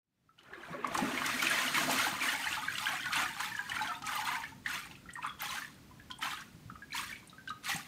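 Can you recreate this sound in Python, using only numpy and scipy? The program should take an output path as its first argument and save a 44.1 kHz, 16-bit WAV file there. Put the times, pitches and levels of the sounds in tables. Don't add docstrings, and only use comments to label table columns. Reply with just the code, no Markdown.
import sys
import numpy as np
from scipy import signal
from scipy.fft import rfft, irfft
from scipy.io import wavfile
from scipy.ndimage import uniform_filter1d

SR = 44100
rng = np.random.default_rng(int(sys.argv[2]) if len(sys.argv) > 2 else 0)


def inscribe(sig):
    pcm = np.round(np.clip(np.atleast_2d(sig).T, -1, 1) * 32767)
    wavfile.write(sys.argv[1], SR, pcm.astype(np.int16))


N = 347457


# frequency in Hz, relative level in dB per Hz.
VENTILATION_COLOUR = [(22, -27), (40, -6), (62, 0), (85, -1), (130, 3.5), (260, 0.5), (340, -6),
                      (450, -12.5), (900, -15), (2000, -16.5), (4000, -20), (8000, -25), (10500, -28),
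                      (15500, -28)]
VENTILATION_DB, FADE_IN_S, FADE_POWER = -57.5, 1.03, 1.5

# start in seconds, pitch in Hz, peak level in dB,
# time to fade by 60 dB in seconds.
DROPS = [(0.29, 1308, -54, 0.071), (0.388, 2990, -40.5, 0.016), (0.534, 1660, -29, 0.021),
         (0.633, 1560, -33.5, 0.023), (0.725, 1115, -42, 0.14), (0.843, 1140, -21, 0.027),
         (0.949, 1086, -21, 0.033), (0.987, 830, -18.5, 0.036), (1.174, 2180, -24.5, 0.029),
         (1.218, 1100, -22.5, 0.019), (1.241, 1520, -24, 0.027), (1.249, 2040, -19, 0.017),
         (1.293, 1275, -25, 0.03), (1.392, 2250, -23, 0.04), (1.426, 1440, -21.5, 0.029),
         (1.468, 2510, -11.5, 0.012), (1.509, 1666, -23.5, 0.037), (1.678, 2890, -24, 0.022),
         (1.751, 2200, -22.5, 0.05), (1.779, 1093, -16.5, 0.024), (1.892, 850, -23, 0.035),
         (1.987, 2130, -26, 0.035), (2.045, 1506, -23, .028), (2.066, 827, -20.5, 0.024),
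         (2.212, 2370, -27, 0.057), (2.238, 1095, -25.5, 0.038), (2.284, 1856, -21, 0.032),
         (2.286, 2900, -24.5, 0.023), (2.335, 860, -29, 0.047), (2.349, 2210, -26, 0.027),
         (2.442, 3020, -29, 0.028), (2.461, 870, -29.5, 0.04), (2.527, 2760, -18, 0.014),
         (2.575, 869, -32, 0.066), (2.63, 1238, -33, 0.067), (2.682, 1600, -23.5, 0.025),
         (2.753, 2830, -29, 0.022), (2.797, 1250, -31.5, 0.051), (2.866, 1596, -20, 0.025),
         (2.893, 850, -30, 0.037), (2.906, 2230, -31, 0.018), (2.932, 745, -32.5, 0.062),
         (2.952, 1670, -32, 0.03), (2.995, 1500, -31, 0.033), (3.031, 3210, -27, .018),
         (3.06, 1474, -33, 0.1), (3.083, 1420, -38, 0.025), (3.083, 3650, -35, 0.018),
         (3.105, 1235, -31, 0.043), (3.135, 1520, -27.5, 0.037), (3.165, 887, -29.5, 0.039),
         (3.166, 2770, -28, 0.039), (3.258, 1760, -26.5, 0.033), (3.288, 2840, -31, .02),
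         (3.365, 1180, -29, 0.026), (3.403, 1010, -27.5, 0.037), (3.516, 1785, -32.5, 0.034),
         (3.549, 1700, -30, 0.047), (3.578, 2950, -33, .018), (3.586, 990, -44, 0.35),
         (3.59, 1616, -25, 0.039), (3.664, 1600, -33, 0.023), (3.695, 2960, -28, 0.027),
         (3.717, 1845, -26.5, 0.032), (3.765, 1406, -30.5, 0.073), (3.81, 856, -31, 0.09),
         (3.818, 3920, -29.5, 0.019), (3.873, 3230, -23, 0.011), (3.95, 3620, -36.5, 0.032),
         (3.88, 722, -46, 0.37), (3.893, 1340, -30, 0.057), (3.916, 1270, -27, 0.038),
         (4.036, 1274, -38.5, 0.24), (4.078, 3470, -32, .018), (4.088, 1565, -27, 0.032),
         (4.117, 990, -26.5, 0.03), (4.132, 850, -23.5, 0.026), (4.174, 2900, -23.5, 0.015),
         (4.259, 4100, -30, 0.015), (4.275, 1410, -19, 0.01), (4.163, 1200, -33.5, 0.065),
         (4.331, 1000, -33, .09), (4.395, 887, -48, 0.083), (4.287, 985, -24, 0.032),
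         (4.363, 926, -37.5, 0.14), (4.436, 1750, -28, 0.024), (4.452, 2230, -33, 0.019),
         (4.472, 2730, -38.5, 0.015), (4.519, 890, -48.5, 0.14), (4.911, 2760, -31, 0.01),
         (4.953, 2540, -34.5, 0.017), (5.056, 1360, -43.5, 0.024), (5.089, 1920, -36, 0.032),
         (5.094, 1405, -35.5, 0.024), (5.104, 3000, -34, 0.0094), (5.154, 1856, -34.5, 0.055),
         (5.165, 1190, -30.5, 0.017), (5.176, 1180, -29.5, 0.022), (5.186, 986, -36, 0.11),
         (5.227, 2590, -37, 0.028), (5.232, 1290, -32, 0.047), (5.24, 1030, -38, 0.12),
         (5.247, 1217, -23.5, 0.027), (5.253, 1630, -36, 0.018), (5.255, 2540, -39.5, 0.019),
         (5.262, 1440, -27.5, .022), (5.268, 1156, -31, 0.054), (5.293, 3350, -37.5, 0.037),
         (5.305, 1210, -33.5, 0.026), (5.425, 830, -38, 0.11), (5.455, 3340, -30.5, .018),
         (5.492, 3960, -30, 0.017), (5.619, 1760, -30, 0.028), (5.646, 1780, -29, 0.017),
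         (5.91, 1005, -46, 0.055), (5.997, 1680, -37.5, 0.026), (6.101, 1017, -44.5, 0.13),
         (6.1, 1464, -42, 0.046), (6.1114, 3215, -27.5, 0.02), (6.191, 886, -37, 0.039),
         (6.209, 880, -34, 0.027), (6.231, 3080, -30.5, 0.032), (6.244, 1550, -28, 0.024),
         (6.253, 828, -31.5, 0.04), (6.332, 1260, -29, 0.036), (6.374, 1560, -35, 0.037),
         (6.418, 1610, -34.5, 0.017), (6.698, 1304, -32, 0.022), (6.754, 1240, -33.5, 0.019),
         (6.82, 1645, -39.5, 0.052), (6.905, 2270, -42, .024), (6.92, 2310, -31, 0.022),
         (6.928, 4080, -31.5, 0.018), (6.933, 1740, -28.5, 0.021), (6.946, 975, -33.5, 0.052),
         (6.949, 4300, -33, 0.018), (6.978, 3300, -27, 0.018), (7.028, 1570, -35, .03),
         (6.993, 1165, -29, 0.025), (7.078, 3370, -37, 0.02), (7.093, 1836, -39, 0.065),
         (7.11, 1770, -39, 0.033), (7.126, 2285, -34, 0.035), (7.157, 2240, -26.5, 0.012),
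         (7.228, 1080, -40.5, 0.014), (7.296, 3830, -39, 0.016), (7.328, 1276, -46, 0.051),
         (7.381, 1558, -41, 0.049), (7.474, 1560, -34, 0.066), (7.483, 2930, -34, 0.017),
         (7.492, 3880, -34, 0.017), (7.502, 1250, -31, 0.069), (7.663, 2180, -34, 0.031),
         (7.675, 1750, -31, 0.021), (7.692, 810, -26, 0.033), (7.715, 1930, -23.5, 0.023),
         (7.757, 795, -32, 0.032), (7.794, 1190, -38, 0.03)]
RISE_BIAS = 0.15
SPLASHBACK_S, SPLASHBACK_OCTAVES, SPLASHBACK_DB, SPLASHBACK_T60_S = 0.022, 1.1, -19, 0.0063
TOUCH_DB, TOUCH_PITCH_RATIO = -12, 1.18

# start in seconds,
# level in dB, brightest frequency in Hz.
SLAPS = [(0.3875, -48, 2800), (0.407, -48, 2000), (0.431, -53, 5200), (0.5335, -37, 1700),
         (0.8435, -20, 1060), (0.87, -33, 5570), (0.944, -26.5, 6050), (0.9487, -15, 1050),
         (0.9752, -21.5, 4600), (1.175, -29, 2150), (1.2165, -17.5, 1060), (1.261, -20, 6100),
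         (1.4235, -19, 3500), (1.424, -25, 12900), (1.4975, -24, 9600), (1.7435, -14, 1940),
         (1.891, -40, 4300), (1.9111, -19.5, 6200), (1.927, -25, 12900), (2.7813, -19, 2970),
         (3.0561, -18.5, 1490), (3.1295, -16.5, 2400), (3.1552, -26.5, 8700), (3.185, -21.5, 1900),
         (3.4017, -18.5, 1460), (3.402, -26.5, 7300), (3.564, -34, 6560), (3.695, -30, 5430),
         (3.82, -32.5, 4080), (4.02, -30, 1090), (4.021, -31, 3170), (4.0648, -26, 6640),
         (4.153, -30, 14000), (4.246, -31, 14500), (4.4345, -25.5, 1730), (4.661, -25, 2300),
         (5.134, -32.5, 8450), (5.229, -44, 1400), (5.247, -38, 1800), (5.263, -34.5, 9200),
         (5.4038, -31, 4550), (5.4186, -24.5, 13700), (6.102, -41, 4670), (6.1025, -36, 1300),
         (6.112, -35.5, 3400), (6.1852, -37, 9000), (6.2297, -25, 2200), (6.331, -37, 2980),
         (6.407, -36, 4770), (6.756, -55, 1890), (6.821, -54, 2000), (7.273, -38.5, 9000),
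         (7.474, -34.5, 2600), (7.4919, -35.5, 3800), (7.503, -37, 2700), (7.644, -29, 3640),
         (7.6915, -34, 2100), (7.716, -24, 3020), (7.7608, -26.5, 8000)]
# frequency in Hz,
# factor on the sharpness of the resonance (no unit).
CRACK_SHARPENING = [(1500, 1.32), (6200, 0.9), (8400, 5.4)]

# time in seconds,
# bubble level in dB, spray level in dB, commonest bubble pitch in Hz.
STREAM = [(0.378, -61.5, -80.5, 1490), (0.53, -56, -72, 1510), (0.719, -51.5, -62, 1040),
          (0.82, -50, -73, 990), (0.959, -39, -48, 960), (1.17, -38, -47.5, 1970),
          (1.39, -36.5, -42.5, 1900), (1.599, -33.5, -40.5, 2000), (1.71, -37.5, -43.5, 1780),
          (1.83, -34.5, -39.5, 1500), (1.87, -37.5, -41.5, 1260), (2.04, -35.5, -40, 1810),
          (2.17, -40, -48, 1790), (2.52, -37.5, -44, 1600), (2.679, -42.5, -51.5, 1330),
          (2.82, -41.5, -43.5, 1450), (2.92, -36.5, -49.5, 1550), (3.02, -42.5, -50.5, 1560),
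          (3.33, -46.5, -53, 1600), (3.44, -36.5, -45, 1540), (3.52, -48, -52, 1700), (4.0, -59, -61, 1400)]
GOUTS_PER_S, GOUT_DB, SPRAY_FOLLOWS = 29, 1.5, 0.59
# start in seconds,
# bubble level in dB, spray level in dB, attack in seconds, hold in seconds, bubble pitch in Hz.
SLOPS = [(1.237, -34, -46.5, 0.018, 0.039, 1710), (1.411, -33.5, -43, 0.015, 0.02, 1900),
         (1.494, -31.5, -43, 0.015, 0.035, 1650), (1.733, -30.5, -40, 0.013, 0.04, 1850),
         (1.887, -34.5, -41, 0.013, 0.04, 1000), (1.971, -32.5, -40.5, 0.016, 0.065, 1900),
         (2.177, -34.5, -41.5, 0.058, 0.071, 1820), (2.814, -36.5, -46.5, 0.065, 0.038, 1750),
         (3.098, -29, -40.5, 0.059, 0.042, 1710), (3.351, -41, -48.5, 0.057, 0.011, 1390),
         (3.655, -38.5, -50, 0.064, 0.15, 1560), (4.026, -37.5, -46, 0.046, 0.14, 1060),
         (4.223, -36, -46.5, 0.042, 0.082, 1190), (4.63, -34, -44.5, 0.082, 0.043, 1470),
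         (5.204, -44, -60, 0.028, 0.016, 1300), (5.367, -38, -45, 0.079, 0.11, 1220),
         (6.196, -36.5, -47, 0.034, 0.08, 1570), (6.895, -39, -42.5, 0.082, 0.014, 1640),
         (7.05, -50, -59, 0.036, 0.015, 2100), (7.615, -35, -39.5, 0.079, 0.0085, 1930)]
SLOP_FALL_DB_PER_S, SPRAY_FALL_DB_PER_S = 137.5, 113.5
SLOP_RISE_OCTAVES_PER_S = 0.29
LUMPS_PER_S, LUMP_DB = 55, 2.0
BREAKUP_S, BREAKUP_LENGTH_S = 1.9, 0.2
SHEET_BUBBLES_PER_S, STRAND_BUBBLES_PER_S, SLOP_BUBBLES_PER_S = 7500, 1700, 2200

# pitch in Hz, relative level in dB.
BABBLE_SIZES = [(500, -3.5), (740, -6.5), (860, -2.5), (1200, 2.5), (1700, 4.5), (2300, 3.5), (3200, 7),
                (4400, 0)]
LARGEST_BUBBLE_HZ, LARGEST_RISE_HZ_PER_S = 525, 53.4
CLUMPS_PER_S, CLUMP_OCTAVES = 35, 0.27
# pitch in Hz, relative level in dB.
SPLATTER_SIZES = [(900, -11.5), (1400, 0), (2000, 2.5), (3200, -0.5), (4300, -8)]
# pitch in Hz, relative level in dB.
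FIZZ_SIZES = [(3400, -4), (4300, 5), (4900, 0), (6400, 5), (7600, 2), (8700, 7.5), (9800, -1), (10600, 0.5),
              (12000, 0.5), (15000, 4)]
# frequency in Hz, relative level in dB per Hz.
SPRAY_COLOUR = [(500, -31), (900, -48), (1900, 12), (3000, 8.5), (4200, 5), (4900, 2), (5500, 1.5),
                (6700, 2.5), (7600, -2), (8700, 0.5), (9900, 0.5), (10500, -11), (11800, -3), (15500, -7)]
STRAYS_PER_S, STRAY_DB, STRAY_SPREAD_DB, STRAY_CYCLES = 8.5, 3.0, -2, 56
STRAY_LOW_HZ, STRAY_HIGH_HZ = 764, 2650

# time in seconds, level in dB.
WASH_LEVEL = [(0.4, -72.5), (0.51, -56.5), (0.56, -53), (0.68, -55.5), (0.74, -46), (0.82, -52.5),
              (0.86, -42.5), (0.92, -53), (0.98, -40), (1.2, -47.5)]
# pitch in Hz, relative level in dB.
WASH_SIZES = [(330, -4), (600, -11), (1100, 0.5), (2100, 2), (3000, -7)]
# time in seconds, level in dB.
CHURN_LEVEL = [(0.5, -74), (0.75, -52.5), (1.05, -41.5), (1.22, -48.5), (1.7, -48.5), (1.83, -41),
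               (1.93, -43.5), (2.05, -50.5), (2.3, -57)]
# pitch in Hz, relative level in dB.
POCKET_SIZES = [(140, -8), (200, -8.5), (250, 2.5), (290, 5), (340, -0.5), (420, -5.5), (540, -5),
                (720, 11)]
SLOP_CHURN_DB = -25
# start in seconds, pitch in Hz,
# peak level in dB, time to fade by 60 dB in seconds.
GULPS = [(0.52, 388, -44, 0.12), (0.572, 350, -40, 0.098), (0.7, 168, -28, 0.057), (0.738, 562, -37, 0.18),
         (0.775, 413, -38.5, 0.13), (1.02, 221, -12, 0.06), (1.029, 286, -21, 0.097),
         (1.2, 243, -32, 0.087), (1.34, 252, -29, 0.1), (1.585, 500, -32.5, 0.054),
         (1.785, 330, -33, 0.042), (1.86, 68, -39, .14), (1.892, 505, -28, 0.067),
         (1.91, 262.4, -29.5, 0.12), (1.965, 280, -47, 0.076), (2.045, 470, -39.5, 0.072),
         (2.12, 200, -31.5, 0.08), (2.21, 295, -32.5, 0.066), (3.172, 283, -31, 0.058),
         (4.89, 76, -40.5, 0.081), (6.545, 123, -20, 0.025), (6.655, 118, -24.5, 0.061),
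         (6.72, 70, -40, .15), (6.719, 208, -18, 0.02), (7.746, 168, -9.5, 0.02)]
# time in seconds, level in dB.
SLOSH_LEVEL = [(1.0, -66.5), (1.9, -56.5), (2.7, -59.5), (3.3, -62.5), (3.9, -62.5), (4.8, -69), (6.0, -72),
               (7.9, -70)]
# pitch in Hz, relative level in dB.
SLOSH_SIZES = [(110, 4.5), (180, -7), (260, 8.5), (340, 3.5), (430, -9), (560, 4)]
# time in seconds, level in dB.
RINGING_LEVEL = [(1.9, -53.5), (2.3, -44.5), (2.9, -49.5), (3.25, -44.5), (3.33, -52), (3.42, -49),
                 (3.62, -56), (3.8, -43), (3.92, -44), (4.0, -57), (4.13, -45), (4.36, -43.5), (4.48, -61)]
# pitch in Hz, relative level in dB.
RINGING_SIZES = [(700, -4), (870, 4), (1100, -6), (1550, 7), (1900, 4), (2400, 1)]
# start in seconds, pitch in Hz,
# peak level in dB, time to fade by 60 dB in seconds, rise as a share of the pitch.
BLOOPS = [(2.469, 1860, -19.5, 0.031, 0.46), (2.568, 1245, -22.5, 0.028, .3),
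          (2.856, 3000, -20, 0.019, 0.44), (4.316, 1170, -31.5, 0.051, 0.35),
          (4.347, 2140, -27, 0.032, 0.27), (4.66, 1870, -16.5, 0.022, 0.33),
          (6.973, 2130, -31, 0.025, 0.41)]

# delay in seconds,
# level in dB.
ECHOES = [(.0023, -74), (.0041, -32), (.0058, -32), (.0081, -41), (0.0116, -13.5)]
# frequency in Hz, time to fade by 60 dB in seconds.
ROOM_T60 = [(150, 0.3), (1200, 0.26), (4000, 0.27), (12000, 0.26)]
CUTOFF_HZ = 15600


def from_db(db):
    return 10 ** (np.asarray(db) / 20)


def rms_one(x):
    return x / np.sqrt(np.mean(x ** 2) + 1e-20)


def level(rows, axis=1):
    rows = np.array(rows)
    return from_db(np.interp(np.arange(N) / SR, rows[:, 0], rows[:, axis], left=-140, right=-140))


def at_hz(points, hz):
    points = np.array(points)
    return np.interp(np.log(np.maximum(hz, 1)), np.log(points[:, 0]), points[:, 1])


def colour(x, spectrum):
    size = 8192
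    cepstrum = irfft(np.log(from_db(at_hz(spectrum, np.fft.rfftfreq(size, 1 / SR)))))
    cepstrum[1:size // 2] *= 2
    cepstrum[size // 2 + 1:] = 0
    response = irfft(np.exp(rfft(cepstrum)))
    return signal.fftconvolve(x, response / np.linalg.norm(response))[:N]


def highpass(x, order, hz):
    return signal.sosfilt(signal.butter(order, hz, "high", fs=SR, output="sos"), x)


def add(out, s, sound):
    start = min(int(abs(s) * SR), N - 1)
    out[start:start + len(sound)] += sound[:N - start]


def follow(x, gain, window_s):
    size = max(int(window_s * SR), 8)
    power = uniform_filter1d(uniform_filter1d(x ** 2, size), size)
    floor = np.mean(x ** 2) / 100
    return gain * x / np.sqrt(np.abs(power) + floor)


def wander(per_s):
    knots = rng.standard_normal(1000)
    return np.interp(np.arange(N) / SR * per_s, np.arange(len(knots)), knots)


def impacts(rate, spread_db):
    at = np.flatnonzero(rng.random(N) < rate / SR)
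    sizes = from_db(spread_db * np.minimum(rng.exponential(1, N), 4))
    return at, sizes[at]


def ventilation(waver_db):
    air = rms_one(colour(rng.standard_normal(N), VENTILATION_COLOUR))
    rumble = signal.sosfilt(signal.butter(1, 200, fs=SR, output="sos"), air)
    fade = np.minimum(np.arange(N) / SR / FADE_IN_S, 1) ** FADE_POWER
    waver = from_db(waver_db * wander(per_s=12)) - 1
    return from_db(VENTILATION_DB) * fade * (air + rumble * waver)


def bubble(hz, t60, rise, swell_cycles=2.6):
    t = np.arange(int(max(t60, .002) * SR)) / SR
    swell = 1 - np.exp(-hz * t / swell_cycles)
    decay = np.exp(-np.log(1000) * t / t60)
    pitch = hz * (1 + rise * (.5 - np.exp(-5 * t / t60)))
    return swell * decay * np.sin(2 * np.pi * np.cumsum(pitch) / SR)


def plinks(rows, bend, attack_s=0.0016, shiver=0.37, shiver_per_s=220):
    out = np.zeros(N)
    for s, hz, peak_db, t60 in rows:
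        ring = bubble(hz, t60, bend * (rng.uniform(-1.3, 1) + RISE_BIAS))
        t, knots = np.arange(len(ring)) / SR, rng.standard_normal(size=64)
        swing = np.interp(t * shiver_per_s, np.arange(len(knots)), knots)
        wobble = 1 + shiver * swing * np.sqrt(t / t60) * 2
        attack = 1 - np.exp(-(t / attack_s) ** 2)
        add(out, s, from_db(peak_db) * ring * wobble * attack)
    return out


def splashback(bend):
    rows = []
    for s, hz, peak_db, _ in DROPS:
        for when, size in rng.random(size=(3, 2)):
            droplet_hz = hz * 2 ** (SPLASHBACK_OCTAVES * size)
            rows.append((s + SPLASHBACK_S * when, droplet_hz, peak_db + SPLASHBACK_DB, SPLASHBACK_T60_S))
    return plinks(rows, bend)


def slaps(rows, t60, sharpness, attack_s):
    out, t = np.zeros(N), np.arange(SR // 20) / SR
    shape = (1 - np.exp(-t / attack_s)) * np.exp(-np.log(1000) * t / t60)
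    for s, level_db, hz in rows:
        peak = signal.iirpeak(min(hz, SR / 3), sharpness * at_hz(CRACK_SHARPENING, hz), fs=SR)
        once = signal.lfilter(*peak, rng.standard_normal(len(t)))
        crack = signal.lfilter(*peak, once)
        add(out, s, from_db(level_db) * rms_one(crack) * shape)
    return highpass(out, 3, 750)


def drop_touches():
    rows = [(s, peak_db + TOUCH_DB, hz * TOUCH_PITCH_RATIO) for s, hz, peak_db, _ in DROPS]
    return slaps(rows, t60=0.041, sharpness=1.5, attack_s=0.0053)


def slop(s, attack_s, hold_s, fall_db_per_s):
    t = np.arange(N) / SR - s
    rise = np.clip(t / attack_s, 0, 1)
    fall = from_db(-fall_db_per_s * np.clip(t - attack_s - hold_s, 0, 1))
    return rise * rise * (2 - rise) * fall


def water():
    t = np.arange(N) / SR
    times, *_, stream_hz = np.transpose(STREAM)
    gouts = from_db(GOUT_DB * wander(GOUTS_PER_S))
    stream = (level(STREAM, axis=1) * gouts) ** 2
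    mist = (level(STREAM, axis=2) * gouts ** SPRAY_FOLLOWS) ** 2
    lumps = from_db(LUMP_DB * wander(LUMPS_PER_S))
    flow, pitch = stream, stream * np.interp(t, times, stream_hz)
    for s, bubbles_db, spray_db, attack_s, hold_s, hz in SLOPS:
        bubble_shape = slop(s, attack_s, hold_s, SLOP_FALL_DB_PER_S)
        power = (from_db(bubbles_db) * lumps * bubble_shape) ** 2
        flow = flow + power
        octaves = SLOP_RISE_OCTAVES_PER_S * np.clip(t - s - attack_s, 0, .5)
        pitch = pitch + power * hz * 2 ** octaves
        spray_shape = slop(s, attack_s, hold_s, SPRAY_FALL_DB_PER_S)
        mist = mist + (from_db(spray_db) * lumps ** SPRAY_FOLLOWS * spray_shape) ** 2
    return np.sqrt(flow), np.sqrt(mist), pitch / flow, 1 - stream / flow


def bubble_rate(slop_share):
    sheet = .5 - .5 * np.tanh((np.arange(N) / SR - BREAKUP_S) / BREAKUP_LENGTH_S)
    broken = STRAND_BUBBLES_PER_S * (1 - slop_share) + SLOP_BUBBLES_PER_S * slop_share
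    return sheet * SHEET_BUBBLES_PER_S + (1 - sheet) * broken


def bubble_cloud(gain, sizes, per_s, spread_db, cycles, bend, window_s, favour=None):
    out, draws = np.zeros(N), rng.random((N, 3))
    low, high = sizes[0][0], sizes[-1][0]
    at, strengths = impacts(per_s * np.sqrt(gain / gain.max()), spread_db)
    pitches = low * (high / low) ** draws[at, 0]
    rings = cycles * (.5 + draws[at, 1]) / pitches
    rises = bend * (2 * draws[at, 2] - 1 + RISE_BIAS)
    strengths = strengths * from_db(at_hz(sizes, pitches))
    if favour:
        strengths = strengths * favour(at, pitches)
    for i, hz, t60, rise, strength in zip(at, pitches, rings, rises, strengths):
        add(out, i / SR, strength * bubble(hz, t60, rise))
    return follow(out, gain, window_s)


def strand_sizes(at, pitches, common_hz, common_db=6, octaves=0.4):
    lowest = LARGEST_BUBBLE_HZ + LARGEST_RISE_HZ_PER_S * at / SR
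    bump = from_db(common_db * np.exp(-(np.log2(pitches / common_hz[at]) / octaves) ** 2))
    return bump / np.sqrt(1 + (lowest / pitches) ** 20)


def babble(flow, common_hz, density):
    clump_hz = common_hz * 2 ** (CLUMP_OCTAVES * wander(CLUMPS_PER_S))
    return bubble_cloud(flow, BABBLE_SIZES, per_s=density, spread_db=4.5, cycles=65, bend=0.14,
                        window_s=0.029, favour=lambda at, pitches: strand_sizes(at, pitches, clump_hz))


def splatter(flow):
    bursts = from_db(2.3 * wander(per_s=67))
    pats = bubble_cloud(flow, SPLATTER_SIZES, per_s=1400, spread_db=3.0, cycles=12.6, bend=0.19,
                        window_s=0.12)
    return highpass(bursts * pats, 4, 930)


def fizz(mist, density):
    return bubble_cloud(mist, FIZZ_SIZES, per_s=1.9 * density, spread_db=4.2, cycles=110, bend=0.025,
                        window_s=0.033)


def spray(gain, per_s, spread_db, window_s):
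    clicks, signs = np.zeros(N), rng.choice([-1, 1], N)
    at, strengths = impacts(per_s * np.sqrt(gain / gain.max()), spread_db)
    clicks[at] = strengths * signs[at]
    return follow(colour(clicks, SPRAY_COLOUR), gain, window_s)


def stray_drops(flow, bend):
    draws = rng.random((int(STRAYS_PER_S * N / SR), 4))
    at = (draws[:, 0] * N).astype(int)
    hz = STRAY_LOW_HZ * (STRAY_HIGH_HZ / STRAY_LOW_HZ) ** draws[:, 1]
    peak_db = 20 * np.log10(flow[at]) + STRAY_DB + STRAY_SPREAD_DB * (2 * draws[:, 2] - 1)
    t60 = STRAY_CYCLES * (.5 + draws[:, 3]) / hz
    return plinks(zip(at / SR, hz, peak_db, t60), bend)


def wash():
    return bubble_cloud(level(WASH_LEVEL), WASH_SIZES, per_s=3000, spread_db=2.5, cycles=26, bend=0.097,
                        window_s=0.05)


def gurgle(flow, slop_share):
    churn = level(CHURN_LEVEL) + from_db(SLOP_CHURN_DB) * slop_share * flow
    return bubble_cloud(churn, POCKET_SIZES, per_s=700, spread_db=3.0, cycles=21.0, bend=0.11,
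                        window_s=0.33)


def slosh():
    return bubble_cloud(level(SLOSH_LEVEL), SLOSH_SIZES, per_s=120, spread_db=1.0, cycles=22, bend=0.14,
                        window_s=0.75)


def ringing():
    return bubble_cloud(level(RINGING_LEVEL), RINGING_SIZES, per_s=120, spread_db=5.0, cycles=158,
                        bend=0.058, window_s=0.063)


def bloops():
    out = np.zeros(N)
    for s, hz, peak_db, t60, rise in BLOOPS:
        add(out, s, from_db(peak_db) * bubble(hz, t60, rise, swell_cycles=6.0))
    return out


def room(x, tail_db, gap_s):
    t = np.arange(SR * 3 // 4) / SR
    edges, tail = np.geomspace(60, 16000, 9), 0
    for low, high in zip(edges, edges[1:]):
        band_filter = signal.butter(2, [low, high], "band", fs=SR, output="sos")
        band = signal.sosfilt(band_filter, rng.standard_normal(len(t)))
        tail = tail + band * np.exp(-np.log(1000) * t / at_hz(ROOM_T60, np.sqrt(low * high)))
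    tail = tail * np.clip(t / gap_s - .5, 0, 1)
    response = from_db(tail_db) * tail / np.linalg.norm(tail)
    dull_click = signal.lfilter([.5], [1, -.5], signal.unit_impulse(16))
    for delay, echo_db in ECHOES:
        add(response, delay, from_db(echo_db) * dull_click)
    return x + signal.fftconvolve(x, response)[:N]


def scene():
    flow, mist, common_hz, slop_share = water()
    density = bubble_rate(slop_share)

    bubbles = from_db(-5.0) * babble(flow, common_hz, density) + from_db(-5.0) * fizz(mist, density)
    bubbles += wash() + from_db(-1.0) * gurgle(flow, slop_share) + slosh() + ringing()
    pats = from_db(-10.0) * splatter(flow)
    patter = from_db(-1.03) * spray(mist, per_s=2.2 * density, spread_db=2.5, window_s=0.08)
    cracks = from_db(-6.5) * slaps(SLAPS, t60=0.032, sharpness=0.77, attack_s=0.0019) + drop_touches()
    pour = bubbles + pats + splashback(bend=0.19) + patter + cracks

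    drops = from_db(3.5) * plinks(DROPS, bend=0.036) + stray_drops(flow, bend=0.087)
    drops += plinks(GULPS, bend=0.054) + from_db(3.0) * bloops()

    wet = room(pour, tail_db=-12, gap_s=0.0011) + room(drops, tail_db=-7.5, gap_s=0.0043)
    return (wet + ventilation(waver_db=3.6))[None]


def record(dry):
    return signal.sosfilt(signal.ellip(12, .1, 80, CUTOFF_HZ, fs=SR, output="sos"), dry)


dry = scene()
out = record(dry)
inscribe(out)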